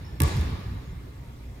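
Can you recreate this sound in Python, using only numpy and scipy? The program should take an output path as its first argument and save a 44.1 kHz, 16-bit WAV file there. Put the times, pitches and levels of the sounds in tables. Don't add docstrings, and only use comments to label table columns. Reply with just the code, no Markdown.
import sys
import numpy as np
from scipy import signal
from scipy.fft import rfft, irfft, next_fast_len
from scipy.io import wavfile
from scipy.ndimage import uniform_filter1d, map_coordinates

SR = 44100
rng = np.random.default_rng(int(sys.argv[2]) if len(sys.argv) > 2 else 0)


def field_ratio(decibels):
    return 10 ** (np.asarray(decibels, dtype=float) / 20)


def persist_wave(psi):
    counts = np.round(np.clip(psi, -1, 1) * 32767).astype(np.int16)
    wavfile.write(sys.argv[1], SR, np.atleast_2d(counts).T)


N = 70560
BOUNCE_S = .2029

# frequency in Hz, time to fall 60 dB in seconds.
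HALL_DECAY = [(50, 0.73), (100, 3.24), (250, 2.02), (500, 1.8), (1500, 2.23), (4000, 1.64), (8000, 0.77),
              (14000, 1.7)]


def unit(x):
    return x / np.sqrt(np.mean(x ** 2) + 1e-20)


def along(points, hz):
    f, v = np.transpose(points)
    return np.interp(np.log(hz + 1), np.log(f + 1), v)


def filtered(x, response):
    m = 2 * next_fast_len(x.shape[-1] // 2 + SR // 4)
    spectrum = rfft(x, m) * response(np.fft.rfftfreq(m, 1 / SR))
    return irfft(spectrum, m)[..., :x.shape[-1]]


def causal(points):
    def response(hz):
        cepstrum = irfft(np.log(field_ratio(along(points, hz))))
        half = len(cepstrum) // 2
        cepstrum[1:half] *= 2
        cepstrum[half + 1:] = 0
        return np.exp(rfft(cepstrum))[:len(hz)]
    return response


def wobble(rate):
    knots = rng.standard_normal(int(N * rate / SR) + 4)
    return map_coordinates(knots, [np.arange(N) * rate / SR])


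def diffuse(spectrum, gain=lambda hz, t: 1, patchy_db=0):
    # frequency in Hz, correlation from -1 to 1.
    likeness = [(40, .997), (100, .98), (280, .9), (600, .4), (1100, .35), (2200, .5), (4200, .27),
                (8000, .6), (12500, .95)]

    def mid_side(hz):
        angle = np.arccos(np.clip(along(likeness, hz), -1, 1)) / 2
        return field_ratio(along(spectrum, hz)) * [np.cos(angle), np.sin(angle)]

    mid, side = filtered(rng.standard_normal((2, N)), mid_side)
    stereo = unit(np.array([mid + side, mid - side]))
    hz, t, z = signal.stft(stereo, SR, nperseg=512, noverlap=448)
    patches = uniform_filter1d(rng.standard_normal(z.shape[1:]), size=5, axis=0)
    patches = uniform_filter1d(patches, size=40, axis=1)
    z = z * gain(hz[:, None], t) * field_ratio(patchy_db * unit(patches))
    return signal.istft(z, SR, nperseg=512, noverlap=448)[1][:, :N]


def hum():
    # frequency in Hz, density in dB per Hz.
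    air_noise = [(12, -1), (20, -1), (134, -7.5), (182, -16.5), (248, -16.5), (949, -33), (1090, -30),
                 (11400, -49), (16000, -45)]
    # frequency in Hz, level in dB.
    fan_tones = [
        (59.2, -42.5),
        (97, -65.5),
        (123.8, -49),
        (2100, -72.5),
    ]
    t = np.arange(N) / SR
    tones = np.zeros(N)
    for hz, db in fan_tones:
        tones += field_ratio(db + 2.7 * wobble(16)) * np.sin(2 * np.pi * hz * t + 0.81 * wobble(8))
    return field_ratio(-40.5) * diffuse(air_noise, patchy_db=2.0) + tones


def tail(start, db):
    # frequency in Hz, density in dB per Hz.
    tail_colour = [(15, -11), (25, -1), (82, 1.5), (677, -28.5), (887, -27.5), (2690, -32), (4370, -33),
                   (12900, -50.5), (16000, -52)]
    # frequency in Hz, seconds until the tail is dense.
    build_up = [(60, .13), (160, .09), (400, .03), (3000, .03), (12000, .03)]

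    def gain(hz, t):
        age = np.maximum(t - start, 0)
        rise = 1 - np.exp(-(age / along(build_up, hz)) ** 2)
        return rise * field_ratio(-60 * (age - .15) / along(HALL_DECAY, hz))

    return field_ratio(db) * diffuse(tail_colour, gain, patchy_db=1.5)


def squeaks():
    # start in seconds, frequency in Hz, level in dB, length in seconds.
    contacts = [
        (.046, 5390, -52, .009),
        (.068, 883, -52, .01),
        (.07, 3230, -62, .008),
        (.078, 1750, -54, .02),
        (1.18, 931, -63, .14),
    ]
    t = np.arange(N) / SR
    out = np.zeros(N)
    for s, hz, db, length in contacts:
        swell = np.sin(np.pi * np.clip((t - s) / length, 0, 1))
        out += field_ratio(db) * swell * np.sin(2 * np.pi * hz * t + .9 * wobble(40))
    return out


def gym(x):
    fading = diffuse([(100, 0), (16000, 0)], lambda hz, t: field_ratio(-60 * t / along(HALL_DECAY, hz)))
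    return signal.fftconvolve(x[None], fading / np.linalg.norm(fading[0]), axes=1)[:, :N]


def boom():
    # start in seconds, frequency in Hz, level in dB, rise in seconds, hold in seconds.
    floor_booms = [
        (.2052, 88, -16.5, .015, .045),
        (.2020, 145, -17.5, .036, .004),
        (.3695, 85, -22.5, .016, .045),
        (.345, 138, -25, .02, .02),
        (.44, 66, -27, .03, .04),
        (.66, 72, -30, .03, .04),
    ]
    sag_per_s, t60 = 2.5, .06
    out = np.zeros(N)
    for s, hz, db, rise, hold in floor_booms:
        t = np.maximum(np.arange(N) / SR - s, 0)
        swell = np.sin(np.pi / 2 * np.minimum(t / rise, 1))
        fall = field_ratio(-60 * np.maximum(t - rise - hold, 0) / t60)
        turns = hz * (1 - np.exp(-sag_per_s * t)) / sag_per_s
        out += field_ratio(db) * swell * fall * np.sin(2 * np.pi * turns)
    return out


def slap():
    # frequency in Hz, gain in dB.
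    slap_colour = [(300, -20), (1300, 3), (2300, 5), (3600, 4.5), (5800, -3), (8300, 2), (12500, 0),
                   (16000, -2)]
    twin_s, twin_db = .00035, -6
    fizz_t60, fizz_db = .022, -22
    t = np.arange(N) / SR - BOUNCE_S
    fizz = field_ratio(fizz_db - 60 * np.abs(t) / fizz_t60) * (t > 0) * rng.standard_normal(N)
    crack = np.sinc(t * SR) + field_ratio(twin_db) * np.sinc((t - twin_s) * SR)
    return field_ratio(-4.5) * filtered(crack + fizz, causal(slap_colour))


def ball():
    # frequency in Hz, level in dB, time to fall 60 dB in seconds.
    bounce_tones = [(314, -31, .12), (385, -29, .12), (430, -32, .12), (560, -40, .2), (757, -44, .2),
                    (897, -34, .16), (1034, -38, .12), (1136, -29, .11), (1205, -37, .2), (1520, -29, .02),
                    (1704, -32, .15), (2290, -44, .12)]
    rise_s = .0003
    t = np.maximum(np.arange(N) / SR - BOUNCE_S, 0)
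    out = np.zeros((2, N))
    for hz, db, t60 in bounce_tones:
        skew = rng.normal(0, .35) * np.array([[1], [-1]]) * min(hz / 1200, 1)
        envelope = field_ratio(db - 60 * t / t60) * (1 - np.exp(-t / rise_s))
        out += envelope * np.sin(2 * np.pi * hz * t + skew)
    return out


def ripple():
    extra_hz, end_hz, fall_s, length_s = 704, 131.5, 0.00398, 0.018
    t = np.maximum(np.arange(N) / SR - BOUNCE_S, 0)
    turns = end_hz * t + extra_hz * fall_s * (1 - np.exp(-t / fall_s))
    return field_ratio(-22) * np.sin(np.pi * np.minimum(t / length_s, 1)) * np.sin(2 * np.pi * turns)


def walls(x):
    # delay in seconds, level in dB, left over right in dB,
    # dullness in dB per octave from 6 kHz.
    ways = [
        (0, 0, -2.5, 0),
        (.0160, 0, 1.5, -4.5),
        (.0325, -6, -1.5, -2.5),
        (.0745, -17, -3, 2),
        (.0805, -19, 4, 2),
        (.165, -20, 0, -1),
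        (.208, -22, 0, 0),
    ]

    def response(hz):
        octaves = np.log2(np.maximum(hz, 2400) / 6000)
        total = 0
        for s, db, pan_db, dull_db in ways:
            sides_db = np.array([[pan_db / 2], [-pan_db / 2]])
            total = total + field_ratio(db - dull_db * octaves + sides_db) * np.exp(-2j * np.pi * hz * s)
        return total

    return filtered(x, response)


def scatter(x):
    count, first_s, last_s = 40, .03, .3
    late, size, side = rng.random((count, 3)).T
    at = np.round((first_s + late * (last_s - first_s)) * SR).astype(int)
    gain = field_ratio(-27 - 9 * late + 8 * (size - .5))
    left = np.bincount(at, gain * np.sqrt(2 * side))
    right = np.bincount(at, gain * np.sqrt(2 - 2 * side))
    echoes = signal.fftconvolve(x[None], np.array([left, right]), axes=1)[:, :N]
    return filtered(echoes, lambda hz: 1 / (1 + 1j * hz / 6000))


def scene():
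    tail_db, earlier_s, earlier_db = -25, -0.47, -3.5
    crack, ring, small = slap(), ball(), squeaks()
    near = walls(crack + ring + small) + scatter(crack) + boom() + ripple()
    far = tail(BOUNCE_S, tail_db) + tail(earlier_s, tail_db + earlier_db)
    smeared = gym(field_ratio(-4) * ring[0] + field_ratio(5.5) * small)
    return near + far + smeared + hum()


def low_pass(x):
    return signal.sosfilt(signal.butter(12, 16540, fs=SR, output="sos"), x)


def record(dry):
    # frequency in Hz, left over right in dB.
    side_balance = [(100, -.7), (300, -1.8), (600, 0), (1100, 3.5), (2200, -2.2), (4200, -1.8), (8000, .5),
                    (14000, 0)]
    # frequency in Hz, extra left lead in radians.
    extra_lead = [(480, 0), (690, 1.1), (1030, .7), (1380, -1), (2200, -.4), (3500, 0)]
    lead_s, lag_s = .00023, .00066
    top_hz, top_db, cut_hz, bass_hz = 15250, -12, 16550, 30

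    def response(hz):
        lead = np.minimum(2 * np.pi * hz * lead_s, np.pi - 2 * np.pi * hz * lag_s) + along(extra_lead, hz)
        half_db = along(side_balance, hz) / 2
        ports = np.array([field_ratio(half_db) * np.exp(1j * lead), field_ratio(-half_db)])
        treble = field_ratio(top_db * (hz > top_hz)) * (hz < cut_hz)
        return ports * treble / (1 + (bass_hz / (hz + 1)) ** 4)

    return low_pass(filtered(dry, response))


dry = scene()
out = record(dry)
persist_wave(out)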